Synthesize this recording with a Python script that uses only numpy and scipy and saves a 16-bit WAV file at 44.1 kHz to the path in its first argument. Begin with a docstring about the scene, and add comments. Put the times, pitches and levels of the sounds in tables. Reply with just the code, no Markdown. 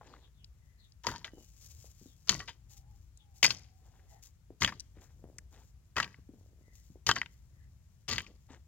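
"""In an open field, a hoe chops into dry stony soil about once a second and pulls earth over a trench. Each
stroke is an impact: the ground thuds, grit scrapes along the steel, and stones clack against the blade and
excite its modes. Between strokes clods drop, boots shuffle and dry stalks rustle. Behind the work lie a low
distant rumble, small birds, a far-off rooster and other distant animals."""
import sys
import numpy as np
from scipy import signal
from scipy.fft import rfft, irfft, next_fast_len
from scipy.io import wavfile

SR = 44100
rng = np.random.default_rng(int(sys.argv[2]) if len(sys.argv) > 2 else 0)


def inscribe(sig):
    """Save sig as 16-bit PCM at rate SR to the path in sys.argv[1].

    A 1-D sig is mono; a 2-D sig holds one channel per row.
    Samples are clipped to [-1, 1] before scaling.
    """
    pcm = np.round(np.clip(np.atleast_2d(sig).T, -1, 1) * 32767)
    wavfile.write(sys.argv[1], SR, pcm.astype(np.int16))


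N = 382347
SHORT = 8192  # samples in a brief event
TIME = np.arange(N) / SR

# spectra of open air, dry leaves, sliding earth, ground, grit and stone on steel: (f/Hz, level/dB)
AIR_SPECTRUM = [(20, -30), (35, -10), (58, 4), (125, -6), (250, -26), (450, -34), (4000, -41),
                (7200, -37.5), (8600, -45), (16000, -45)]
LEAF_SPECTRUM = [(1400, -14), (3500, -4), (7000, 8.5), (8700, -7.5), (16000, -4)]
SCUFF_SPECTRUM = [(80, -16.5), (250, 5.5), (1300, -2), (3000, -9), (7000, -11.5), (16000, -65)]
THUD_SPECTRUM = [(25, -19.5), (55, -3), (110, 4), (200, -4), (400, -12.5), (2000, -43)]
GRIT_SPECTRUM = [(100, -11.5), (450, -3.5), (950, -1.5), (3200, -3.5), (5000, 1), (7000, -1.5),
                 (8500, -19.5), (16000, -21)]
CLACK_SPECTRUM = [(100, -14), (700, -11.5), (1100, -3.5), (5000, -0.5), (7000, -3.5), (8500, -21.5),
                  (16000, -25.5)]
# spectrum of a soft lump landing: (multiple of its pitch, level/dB)
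LUMP_SPECTRUM = [(.3, -4), (1, 0), (2, -8), (3.5, -25), (12, -44)]
# far-off animal calls: (t/s, duration/s, starting f/Hz, level/dB)
ANIMAL_CALLS = [(.53, .42, 1940, -73), (1.266, 0.22, 3030, -68), (4.058, 0.16, 1950, -67),
                (4.09, 0.1, 800, -59), (6.59, 0.26, 2010, -68), (7.52, 0.18, 1930, -70)]
# falling bird chirps: (t/s, starting f/Hz, level/dB)
CHIRPS = [(.06, 4900, -71), (.17, 4300, -68), (.33, 3900, -73), (.77, 4400, -66), (2.03, 4200, -71),
          (3.15, 4100, -69)]
# the rooster's two notes: (t/s, duration/s, level/dB)
CROW_NOTES = [(2.68, .3, -71.5), (3.14, 1.02, -72.5)]
# stalks brushed by the legs, earth sliding, thrown earth pattering down: (t/s, duration/s, level/dB)
RUSTLES = [(1.32, 0.47, -63), (1.56, 0.74, -55.5), (2.69, 0.14, -56.5), (3.34, 0.23, -58.5),
           (4.08, .13, -64.5), (4.22, 0.1, -53.5), (5.0, 0.13, -60), (5.5, 0.25, -62), (6.72, 0.3, -62.5)]
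SLIDES = [(0, 0.31, -58), (3.78, 0.6, -69), (4.94, 0.22, -62.5), (5.51, 0.15, -58.5), (8.48, 0.14, -57)]
PATTERS = [(1.35, .11, -57), (5.14, .36, -60), (6.26, 0.56, -63), (8.26, 0.12, -57.5)]
# clods landing and boots treading; pebbles and twigs ticking: (t/s, peak level/dB, f/Hz)
CLOD_FALLS = [(0.012, -40, 825), (1.335, -40, 297), (1.844, -47, 520), (2.014, -45, 201),
              (2.059, -43.5, 261), (4.505, -38.5, 339), (4.97, -45.5, 300), (6.187, -47, 200),
              (6.291, -42, 259.6), (6.337, -45, 231), (6.902, -44, 171), (6.957, -42.5, 387),
              (7.092, -28.5, 433), (8.505, -40, 241)]
PEBBLE_TICKS = [(.137, -41, 1170), (0.4439, -38, 4810), (.921, -47, 4900), (3.174, -43, 7300),
                (4.797, -29, 5400), (4.803, -29, 5400), (5.3837, -29, 6700), (5.385, -40, 1800),
                (6.143, -43, 2100)]
# modes of the steel blade, damped by earth: (f/Hz, level/dB)
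BLADE_MODES = [(930, -5), (1130, -6), (1580, -5), (1953, 4), (2599, -4), (3114, 1), (4583, -2), (4958, -3),
               (6500, -4)]
# stones hitting the blade: (t/s, level/dB, knock f/Hz, chatter T60/s, relative rebound level/dB)
STONE_HITS = [(1.0679, -24, 2100, 0.019, -17), (1.2452, -34, 3120, 0.028, -14),
              (2.2937, -12.5, 5600, 0.02, -23.5), (2.483, -40, 3400, 0.081, -11),
              (3.429, -13, 2740, 0.047, 0.5), (3.5054, -21.5, 4540, .042, -22),
              (4.62, -20, 1829, 0.037, -5.5), (4.6469, -17, 2960, .013, -16),
              (4.676, -28.5, 1970, 0.051, -7), (4.7227, -39.5, 1040, 0.045, -23.5),
              (5.966, -27, 1088, .045, 1.5), (6.001, -20.5, 1490, 0.029, -32),
              (6.029, -29.5, 2870, 0.021, -6), (7.067, -23.5, 4350, 0.028, -10.5),
              (7.0905, -16, 1343, 0.034, -17.5), (7.1135, -17, 1373, 0.011, -32.5),
              (7.163, -28.5, 1760, 0.025, -11.5), (7.216, -24, 1996, 0.012, -20),
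              (7.26, -42, 2650, 0.016, -36), (8.0804, -39, 4080, 0.028, -15.5),
              (8.112, -28, 4560, 0.066, -2.5), (8.1815, -24.5, 2598, 0.023, -22),
              (8.19, -37, 2560, 0.02, -1), (8.265, -48.5, 2485, 0.027, -31)]
# tugs that drag the buried blade back: (t/s, grit level/dB)
BLADE_TUGS = [(1.248, -51), (2.396, -49), (2.477, -51), (7.157, -43)]
# chops: (t/s, grit level/dB, sinking time/s, treble tilt/dB, thud level/dB, prior grazing time/s)
HOE_STROKES = [(1.0679, -38.5, 0.018, -4.5, -42, .032), (2.296, -35.5, 0.015, 4, -39.5, 0.024),
               (3.431, -34, 0.037, 6, -44, 0.0041), (4.608, -42, 0.022, 7, -36, 0.0043),
               (5.965, -39.5, 0.01656, -8.5, -43, 0.0064), (7.068, -43, 0.031, 7, -41.5, 0.0035),
               (8.081, -37.5, 0.053, 1.5, -43.5, 0.00121)]
# right microphone against the left: (f/Hz, level/dB) and (f/Hz, phase lead/rad)
RIGHT_SHADOW = [(250, -3), (2500, -5), (4300, -9.5), (5600, -8), (6800, -15), (9000, -7), (15000, -8)]
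RIGHT_LEAD = [(1200, -.35), (3000, -.9), (4200, -2.3), (6000, -2.7), (8300, -4.7), (12000, -5.2)]

RING_DB = -9  # blade ringing against the force that drives it


def undb(db):
    """Amplitude ratio of a level in decibels."""
    return 10 ** (np.asarray(db) / 20)


def unit(x):
    """Normalisation to rms 1."""
    return x / np.sqrt(np.mean(x ** 2))


def over_hz(points, hz):
    """Interpolation on a logarithmic frequency axis."""
    f, value = np.transpose(points)
    return np.interp(np.log(hz + 1), np.log(f), value)


def colour(x, points, tilt_db=0, size=2048):
    """Minimum-phase filtering at unit power gain; the tilt lifts the treble against the mids."""
    hz = np.fft.rfftfreq(size, 1 / SR)
    db = over_hz(points, hz) + tilt_db * over_hz([(1500, 0), (5500, 1)], hz)
    cepstrum = irfft(np.log(undb(db)))
    cepstrum[1:size // 2] *= 2
    cepstrum[size // 2 + 1:] = 0
    response = irfft(np.exp(rfft(cepstrum)))
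    return signal.oaconvolve(x, response / np.linalg.norm(response))[:len(x)]


def rolloff(x, hz, kind):
    """First-order low-pass or high-pass filtering."""
    return signal.sosfilt(signal.butter(1, hz, kind, fs=SR, output="sos"), x)


def resonate(x, hz, q):
    """Forced response of a damped resonator."""
    return signal.lfilter(*signal.iirpeak(hz, q, fs=SR), x)


def tone(hz):
    """A sinusoid whose phase is the integral of its frequency."""
    return np.sin(2 * np.pi * np.cumsum(hz) / SR)


def add(track, s, x):
    """Superposition of x on the track from time s."""
    i = max(int(s * SR), 0)
    track[..., i:i + x.shape[-1]] += x[..., :max(N - i, 0)]


def walk(rate, size=N):
    """Random modulation: straight lines between `rate` Gaussian values a second."""
    knots = rng.standard_normal(int(size / SR * rate) + 2)
    return np.interp(np.arange(size) / SR * rate, np.arange(len(knots)), knots)


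def grains(rate, spread_db, size=N):
    """Shot noise: `rate` impulses a second, most small and a few large; rms 1."""
    out = np.zeros(size)
    place, strength, sign = rng.random((int(rate * size / SR) + 1, 3)).T
    db = -spread_db * np.log(np.maximum(strength, .003))
    out[(place * size).astype(int)] = undb(db) * np.sign(sign - .5)
    return unit(out)


def fade(t, t60):
    """Exponential decay from t = 0, by 60 dB in t60 seconds."""
    return np.exp(-np.log(1000) * np.maximum(t, 0) / max(t60, .001))


def swells(rows, rise=.12):
    """Triangular envelopes: each movement builds quickly and then runs out."""
    return sum(undb(db) * np.interp(TIME, [s, s + rise * length, s + length], [0, 1, 0])
               for s, length, db in rows)


def scatter(x, t60, size=30000):
    """Diffuse reflection: decaying random echoes, different on each side."""
    echoes = rng.standard_normal((2, size)) * fade(TIME[:size], t60)
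    return signal.oaconvolve(x[None], echoes / np.linalg.norm(echoes[0]), axes=1)[:, :N]


def tree_echo(x):
    """Reverberation: the trees return a faint tail, weak in the bass."""
    return x + undb(-28) * scatter(rolloff(x[0], 900, "high"), t60=.45)


def ground_echo(x, left_db=-18, right_db=-4):
    """Early reflection: rough ground scatters the treble, most strongly to the right."""
    echoes = scatter(rolloff(x, 2500, "high"), t60=.01, size=512)[:, :len(x)]
    return x + undb([[left_db], [right_db]]) * echoes


def air(draught_db=-10):
    """Ambient noise: the rumble is coherent at both microphones, the draught and hiss incoherent."""
    shared = colour(rng.standard_normal(N), AIR_SPECTRUM, size=SHORT) * undb(2 * walk(6))
    own = np.array([colour(rng.standard_normal(N), AIR_SPECTRUM, size=SHORT) for _ in range(2)])
    rumble = rolloff(shared + undb(draught_db) * own, 700, "low")
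    return undb(-57) * (rumble + rolloff(own, 700, "high"))


def far_animals(fall=.05, hoarse_hz=85):
    """Thin calls swell and sink in pitch; random frequency modulation makes them hoarse."""
    out = np.zeros(N)
    for s, length, top_hz, db in ANIMAL_CALLS:
        progress = TIME[:int(length * SR)] / length
        hz = top_hz * (1 - fall * progress) + hoarse_hz * walk(400, len(progress))
        add(out, s, undb(db) * np.sin(np.pi * progress) * tone(hz))
    return out


def rooster(start_hz=840, sag_hz=70, sag_s=.2, waver=.055):
    """Frequency modulation: each note of the crow wavers and sags exponentially."""
    out = np.zeros(N)
    for s, length, db in CROW_NOTES:
        t = TIME[:int(length * SR)]
        hz = start_hz - sag_hz * (1 - np.exp(-t / sag_s))
        hz *= 1 + waver * walk(170, len(t))
        add(out, s, undb(db) * signal.windows.tukey(len(t), .3) * tone(hz))
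    return out


def birds(chirp_s=.11, fall_hz_per_s=10000, hoarse=.085):
    """Each chirp is a falling frequency sweep, broken up by amplitude modulation."""
    out, n = np.zeros(N), int(chirp_s * SR)
    for s, start_hz, db in CHIRPS:
        hz = (start_hz - fall_hz_per_s * TIME[:n]) * (1 + hoarse * walk(1500, n))
        envelope = np.hanning(n) ** .5 * undb(6 * walk(70, n))
        add(out, s, undb(db) * unit(tone(hz) * envelope))
    return out


def stalks():
    """Shot noise of dry stalks brushed by the legs; leaves stir faintly in between."""
    crackle = grains(4500, 3.6) * unit(undb(3.5 * walk(45)))
    stir = undb(-80 + 4 * walk(7))
    return colour(crackle, LEAF_SPECTRUM) * (swells(RUSTLES) + stir)


def crumbs(rate, spread_db, drift_db, size=N, count=12):
    """Brittle fracture: each size of crumb pings at its own resonance, in a shifting mix; rms 1."""
    out = 0
    for hz in np.geomspace(250, 13000, count) * (1 + .1 * rng.uniform(-1, 1, count)):
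        clicks = grains(rate / count, spread_db, size) * undb(drift_db * walk(50, size))
        out = out + np.sqrt(hz) * unit(resonate(clicks, hz, q=3))
    return unit(out)


def loose_earth(delay_s=.02, trickle_s=.28, trickle_db=-28):
    """Granular flow: earth slides over the trench and underfoot; crumbs leave the blade after a chop."""
    crumble = crumbs(5000, 3, 3, count=7) * unit(undb(2 * walk(40)))
    slide = colour(crumble, SCUFF_SPECTRUM) * swells(SLIDES, rise=.15)
    trickles = [(s + delay_s, trickle_s, db + trickle_db) for s, db, *_ in HOE_STROKES]
    return slide + colour(crumbs(1600, 3, 2), GRIT_SPECTRUM) * swells(trickles)


def lumps(force, hz):
    """Heavy damping: soft earth turns each impact into a dull, broad thump around its pitch."""
    return colour(force, np.array(LUMP_SPECTRUM) * [hz, 1])


def clod(hz):
    """Inelastic impact: a clod thumps down and falls apart into smaller lumps; peak 1."""
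    force = grains(900, 3, SHORT) * fade(TIME[:SHORT], .15)
    force[0] = 28  # the landing blow
    thump = lumps(force + 2 * resonate(force, hz, q=2), hz)
    return thump / np.abs(thump).max()


def tick(hz, q=2.5):
    """A brief crumbling contact excites one broad resonance of a pebble or twig; peak 1."""
    force = rng.standard_normal(SHORT) * fade(TIME[:SHORT], .016)
    body = resonate(resonate(force, hz, q), hz, q)
    return body / np.abs(body).max()


def debris():
    """Superposed small impacts: pattering earth, soft clods and footfalls, hard ticks."""
    impacts = grains(260, 4) * unit(undb(4 * walk(16)))
    out = lumps(impacts, hz=330) * swells(PATTERS, rise=.3)
    for s, db, hz in CLOD_FALLS:
        add(out, s, undb(db) * clod(hz))
    for s, db, hz in PEBBLE_TICKS:
        add(out, s, undb(db) * tick(hz))
    return out


def blade(force, detune=.02, spread_db=4):
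    """Modal ringing of the steel; contact point and clinging earth alter the modes every time."""
    t, ring = TIME[:SHORT], 0
    for hz, db in BLADE_MODES:
        gain = undb(db + spread_db * rng.normal())
        mode_hz = hz * (1 + detune * rng.uniform(-1, 1))
        ring += gain * np.sin(2 * np.pi * (mode_hz * t + rng.random()))
    ring *= fade(t, .045)
    return signal.oaconvolve(force, ring / np.linalg.norm(ring))[:len(force)]


def stone(hz, tilt_db, t60, knock_db):
    """Hard impact: a stone cracks and chatters on the steel, exciting its own knock and the blade."""
    t = TIME[:SHORT]
    force = rng.standard_normal(SHORT) * fade(t, t60)
    force[0] = 3.7  # the first crack
    knock = undb(knock_db) * resonate(force, hz, q=3.2)
    clack = colour(force + knock + undb(RING_DB) * blade(force), CLACK_SPECTRUM, tilt_db)
    attack = clack[t < .004]
    return ground_echo(clack / np.sqrt(np.mean(attack ** 2)))


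def stones(rebound_s=.015, rebound_pitch=.93):
    """Each stone strikes and rebounds; small ones are brighter, and soil absorbs the treble."""
    out = np.zeros((2, N))
    for s, db, hz, t60, rebound_db in STONE_HITS:
        sunk_s = min(abs(s - stroke[0]) for stroke in HOE_STROKES)
        tilt_db = -3 + 6.5 * np.log2(hz / 2000) - 50.5 * sunk_s
        knock_db = 1.5 + 79.5 * sunk_s  # the knock stands out as the blade comes free
        add(out, s, undb(db) * stone(hz, tilt_db, t60, knock_db))
        rebound = stone(hz * rebound_pitch, tilt_db, t60, knock_db)
        add(out, s + rebound_s, undb(db + rebound_db) * rebound)
    return out


def dig(db, length, t60, tilt_db, thud_db, graze_s=0, graze_db=-8, size=20000):
    """Friction and impact: the edge bites the crust, grit grinds along the blade, the ground thuds."""
    t = TIME[:size] - graze_s
    bite = np.where(t < 0, undb(graze_db), 1 + .85 * fade(t, .13))
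    force = crumbs(5000, 5, 4, size) * bite * fade(t - length, t60)  # dies once the blade stops
    scrape = colour(force + undb(RING_DB) * blade(force), GRIT_SPECTRUM, tilt_db)
    onset = 1 - np.exp(-np.maximum(t, 0) / .008)
    thud = colour(rng.standard_normal(size), THUD_SPECTRUM) * onset * fade(t - length, .35)
    blow = thud[(t >= 0) & (t < 2 * length)]
    return undb(db) * ground_echo(scrape) + undb(thud_db) * thud / np.sqrt(np.mean(blow ** 2))


def hoe(settle_t60=.29):
    """The momentum of the swing drives the blade in; after some chops it is tugged back."""
    out = np.zeros((2, N))
    for s, db, length, tilt_db, thud_db, graze_s in HOE_STROKES:
        add(out, s - graze_s, dig(db, length, settle_t60, tilt_db, thud_db, graze_s))
    for s, db in BLADE_TUGS:
        add(out, s, dig(db, length=.018, t60=.12, tilt_db=-4, thud_db=db - 14))
    return out


def scene():
    """Direct and diffuse sound: the work is close by, the animals are blurred by distance."""
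    distant = scatter(birds() + rooster() + far_animals(), t60=.12)
    work = stones() + hoe() + debris() + loose_earth() + stalks()
    return air() + distant + tree_echo(work)


def record(dry, top_hz=16000):
    """Acoustic shadow: the housing shades the right microphone; both sides lose the top treble."""
    size = next_fast_len(N + 1024)
    hz = np.fft.rfftfreq(size, 1 / SR)
    shadow = undb(over_hz(RIGHT_SHADOW, hz)) * np.exp(1j * over_hz(RIGHT_LEAD, hz))
    right = irfft(rfft(dry[1], size) * shadow, size)[:N]
    lowpass = signal.ellip(10, .2, 70, top_hz, fs=SR, output="sos")
    return signal.sosfilt(lowpass, np.array([dry[0], right]))


dry = scene()
out = record(dry)
inscribe(out)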